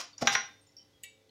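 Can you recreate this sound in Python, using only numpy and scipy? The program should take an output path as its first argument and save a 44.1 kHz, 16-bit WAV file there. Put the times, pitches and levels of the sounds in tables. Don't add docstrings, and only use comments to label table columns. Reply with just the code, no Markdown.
import sys
import numpy as np
from scipy import signal
from scipy.fft import rfft, irfft
from scipy.io import wavfile
from scipy.ndimage import map_coordinates

SR = 44100
rng = np.random.default_rng(int(sys.argv[2]) if len(sys.argv) > 2 else 0)


def convert_level_to_amplitude(level_db):
    exponent = np.asarray(level_db, float) / 20
    return 10 ** exponent


def generate_wav(signal):
    frames = np.transpose(np.atleast_2d(signal))
    scaled = np.clip(frames, -1, 1) * 32767
    pcm = np.round(scaled).astype(np.int16)
    wavfile.write(sys.argv[1], SR, pcm)


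N = 57330


def rms_one(x):
    return x / np.sqrt(np.mean(x ** 2) + 1e-30)


def at_hz(points, hz):
    p = np.array(points)
    return np.interp(np.log(np.maximum(hz, 1)), np.log(p[:, 0]), p[:, 1])


def colour(x, spectrum):
    gain = convert_level_to_amplitude(at_hz(spectrum, np.fft.rfftfreq(len(x), 1 / SR)))
    return irfft(rfft(x) * rms_one(gain), len(x))


def drift(rate):
    knots = rng.standard_normal(256)
    return map_coordinates(knots, [8 + np.arange(N) * rate / SR], order=3, mode="mirror")


def burst(start, rise, hold, fall):
    t = np.arange(N) / SR - start
    return np.clip(t / rise, 0, 1) * np.exp(-np.maximum(t - rise - hold, 0) / fall)


def ring(push, hz, t60):
    r, w = convert_level_to_amplitude(-60 / (t60 * SR)), 2 * np.pi * hz / SR
    return signal.lfilter([0, np.sin(w)], [1, -2 * r * np.cos(w), r * r], push + 1e-18)


def strike(hits, modes, cycles=1.9, flutter_db=2.5):
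    clicks, out = np.zeros(N), 0
    for start, db in hits:
        clicks[int(start * SR)] = convert_level_to_amplitude(db)
    for k, (hz, db, t60) in enumerate(modes):
        n = np.arange(int(cycles * SR / hz) + 2)
        window = np.sin(np.pi * n / len(n)) ** 2
        touch = window * np.cos(2 * np.pi * hz * n / SR) * 4 / len(n)
        rung = ring(np.convolve(clicks, touch)[:N], hz, t60)
        flutter = flutter_db * drift(40.0)
        out = out + convert_level_to_amplitude(db + flutter) * rung * (-1) ** k
    return out


# start in seconds, swell in seconds,
# hold in seconds, level in dB.
CARROT_STROKES = [
    (-.004, .004, 0.014, -36.5),
    (0.019, .004, .03, -55),
    (0.178, .003, 0.042, -58.5),
    (0.206, .013, 0.0094, -37),
    (0.249, .009, 0.018, -46),
    (0.3, .004, 0.055, -49),
    (0.31, .018, 0.014, -34.5),
]
# frequency in Hz, density in dB per Hz.
RASP_COLOUR = [(250, -27), (600, -10.5), (1560, -6.5), (3640, -10.5), (5300, -3), (6800, -9.5),
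               (7600, -18.5), (16000, -34)]
# frequency in Hz, level in the first clang in dB,
# level in the second clang in dB, decay time t60 in seconds.
GRATER_MODES = [(801, -10.5, -26, 0.29), (1053, -14, -7, 0.1), (1429, -15, -12, 0.15),
                (1581, -5, -11, 0.23), (2023, -11.5, -16.5, 0.2), (2448, -8, -19, 0.078),
                (2934, -14.5, -22, .25), (3615, -17, -26, 0.5), (3966, -10.5, -20.5, 0.22),
                (5126, -29, -18, 0.18), (5797, -6.5, -3.5, 0.14), (5732, 6.5, -1, 0.018),
                (6795, -10, -26.5, 0.082), (11380, -39, -39.5, .12)]


def rasp():
    grains_per_s, fall_s, body_db = 8400, 0.01, -35
    grains = (rng.random(N) < grains_per_s / SR) * rng.choice([-1, 1], N)
    grains = rms_one(grains)
    level = 0
    for start, swell, hold, db in CARROT_STROKES:
        level = level + convert_level_to_amplitude(db) * burst(start, swell, hold, fall_s) ** 2
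    cutting = grains * level
    body = sum(convert_level_to_amplitude(body_db + db) * ring(cutting, hz, t60) for hz, _, db, t60 in GRATER_MODES)
    return colour(grains, RASP_COLOUR) * level + body


# start in seconds, level in dB, chatter length in seconds.
GRATER_CLANGS = [
    (.272, -21.5, .012),
    (.351, -22.5, 0.0079),
]
# frequency in Hz, density in dB per Hz.
CRACK_COLOUR = [(200, -31.5), (700, -9.5), (1900, -0.5), (3000, -9), (4040, -4.5), (4750, -24), (5800, 0),
                (7600, -36)]


def grater():
    crack_db, crack_top_hz = 3.5, 9000
    crack = colour(rng.standard_normal(N), CRACK_COLOUR)
    crack = signal.sosfilt(signal.butter(1, crack_top_hz, fs=SR, output="sos"), crack)
    out = np.zeros(N)
    for k, (start, db, chatter) in enumerate(GRATER_CLANGS):
        modes = [(row[0], row[1 + k], row[3]) for row in GRATER_MODES]
        out += convert_level_to_amplitude(db + crack_db) * crack * burst(start, 0.00017, chatter / 2, chatter / 3)
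        out += strike([(start, db)], modes)
    return out


# start in seconds, level in dB.
DISH_THUDS = [
    (.210, -46),
    (.2165, -33),
    (.220, -24),
    (.2235, -17),
    (.241, -38),
    (.273, -36),
    (.352, -33),
]
# frequency in Hz, level in dB, decay time t60 in seconds.
DISH_MODES = [(235.9, -11, .07), (489, -3.5, 0.038), (669, -8, 0.13), (734, -0.5, .07), (799.7, -11, 0.12),
              (849, -9.5, 0.045), (1080, -13, 0.041), (1344, -12, .04), (1980, -9.5, .03)]


def dish():
    push = (128.7, -11, .06)  # Hz, dB, t60 in s
    return strike(DISH_THUDS, DISH_MODES + [push], cycles=0.51, flutter_db=4.5)


# start in seconds, level in dB, pitch in Hz,
# decay time t60 in seconds.
TOOTH_TICKS = [(0.13, -54, 4570, 0.074), (.135, -58, 3600, .04), (.180, -32, 5700, 0.018),
               (0.18, -44.5, 6800, .025), (.182, -41, 4900, 0.017), (.257, -46, 4650, .03),
               (.272, -50, 13500, .08), (.290, -56, 11380, .15), (.595, -60, 5530, .03),
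               (.612, -65, 8590, .16), (0.67, -63.5, 7000, .17), (.666, -63, 5400, .06),
               (.690, -68, 2008, .2), (0.72, -57, 5550, 0.024), (0.69, -57, 5350, 0.019),
               (.767, -68, 11900, .04), (.790, -65, 3050, .25), (.930, -70, 3280, .4),
               (1.170, -72.5, 3503, 0.71), (1.292, -56, 3100, .012), (1.293, -57, 4200, .012)]
# start in seconds, level in dB.
TOOTH_FLICKS = [
    (.766, -48),
    (.769, -51),
    (.776, -53),
    (.783, -48),
    (.791, -53.5),
    (.800, -61),
    (.813, -62),
    (.825, -63),
]
# frequency in Hz, level in dB, decay time t60 in seconds.
TOOTH_MODES = [(4727, -7, .05), (4860, -28, .035), (5200, -9, .025), (5360, -8, .03), (5460, 0.5, .035),
               (5590, -0.5, .035), (5700, -12, .04)]


def teeth():
    out = 0
    for start, db, hz, t60 in TOOTH_TICKS:
        pair = [(hz, 0, t60), (hz * 1.022, -5, t60 * 0.42)]
        out = out + strike([(start, db)], pair, cycles=9)
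    return out + strike(TOOTH_FLICKS, TOOTH_MODES, cycles=9)


# start in seconds, level in dB.
SPOON_CLINKS = [
    (1.030, -66.5),
    (1.034, -47),
]
# frequency in Hz, level in dB, decay time t60 in seconds.
SPOON_MODES = [(1939, 5, 0.069), (2293, -6.5, 0.29), (2683, -5.5, 0.16), (2870, -1, 0.099), (3747, -8, .25),
               (4522, -9, 0.076), (6876, 1, .085), (7844, 7, .055), (8720, -1, .05), (9660, -0.5, 0.041),
               (11300, -11, 0.055), (11550, -1, 0.042), (13430, -20, .04), (14300, -3, .035)]
# frequency in Hz, density in dB per Hz.
CLINK_COLOUR = [(1200, -42), (1900, -4), (3000, -0.5), (5500, -13), (7100, -6), (14400, -24), (16000, -30)]


def spoon():
    crack_db, clink_s = -49, SPOON_CLINKS[1][0]
    crack = colour(rng.standard_normal(N), CLINK_COLOUR) * burst(clink_s, 0.0025, 0.00523, 0.011)
    return strike(SPOON_CLINKS, SPOON_MODES, cycles=12) + convert_level_to_amplitude(crack_db) * crack


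# start in seconds, level in dB, pitch in Hz.
COUNTER_THUMPS = [
    (0.21, -44.5, 110),
    (0.224, -51, 45.17),
    (0.308, -53.5, 110),
    (.385, -58.5, 180),
    (0.944, -62.5, 70),
]


def counter():
    out = 0
    for start, db, hz in COUNTER_THUMPS:
        out = out + strike([(start, db)], [(hz, 0, .1)], cycles=1.4, flutter_db=0.5)
    return out


# frequency in Hz, decay time t60 in seconds.
KITCHEN_T60 = [(150, 0.4), (500, 0.36), (1500, 0.33), (4000, 0.35), (7000, 0.29), (12000, 0.057)]


def kitchen(x):
    onset_s = 0.0072
    t, tail = np.arange(N) / SR, 0
    edges = 60 * 2 ** np.arange(0, 8.6, .5)
    white = rng.standard_normal((2, N))
    for k, (low, high) in enumerate(zip(edges, edges[1:])):
        band_pass = signal.butter(2, [low, high], "band", fs=SR, output="sos")
        band = signal.sosfilt(band_pass, white[k % 2])
        tail = tail + band * convert_level_to_amplitude(-60 * t / at_hz(KITCHEN_T60, np.sqrt(low * high)))
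    tail = tail * np.clip(t / onset_s, 0, 1) ** 2
    return signal.fftconvolve(x, tail / np.sqrt(np.sum(tail ** 2)))[:N]


# frequency in Hz, level in dB, swell in dB per second.
FRIDGE_HUM = [(100.5, -73.5, -0.3), (289, -75.5, -6), (356, -82, 6.7), (439, -76.5, 16), (508, -82.5, 8),
              (544, -76.5, 9), (791, -84, 5.5), (2008, -84, 2.7)]
# frequency in Hz, density in dB per Hz.
AIR_COLOUR = [(30, -13), (104, 0), (500, -7.5), (1300, -16), (3500, -14.5), (6300, -16.5), (7600, -24),
              (16000, -29.5)]


def background():
    waver_db, air_db = 2.5, -69
    t, hum = np.arange(N) / SR, 0
    swell_time = np.maximum(t, .5) - 0.97
    for hz, db, swell in FRIDGE_HUM:
        level = convert_level_to_amplitude(db + swell * swell_time + waver_db * drift(6.8))
        hum = hum + level * np.sin(2 * np.pi * (hz * t + rng.random()))
    air = colour(rng.standard_normal(N), AIR_COLOUR)
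    return hum + convert_level_to_amplitude(air_db + 1.3 * drift(4.7)) * air


def scene():
    mic_low_hz, room_db, teeth_room_db = 70, -9, -1.5
    loud = rasp() + grater() + dish() + spoon()
    loud = signal.sosfilt(signal.butter(2, mic_low_hz, "high", fs=SR, output="sos"), loud)
    small = teeth()
    room = convert_level_to_amplitude(room_db) * kitchen(loud + convert_level_to_amplitude(teeth_room_db) * small)
    return (loud + small + room + counter() + background())[None]


def band_limit(x):
    return signal.sosfilt(signal.butter(12, 16150, fs=SR, output="sos"), x)


def record(dry):
    top_cut = signal.cheby2(16, 50, 16400, fs=SR, output="sos")
    mix = signal.sosfilt(top_cut, dry)
    return band_limit(mix)


dry = scene()
out = record(dry)
generate_wav(out)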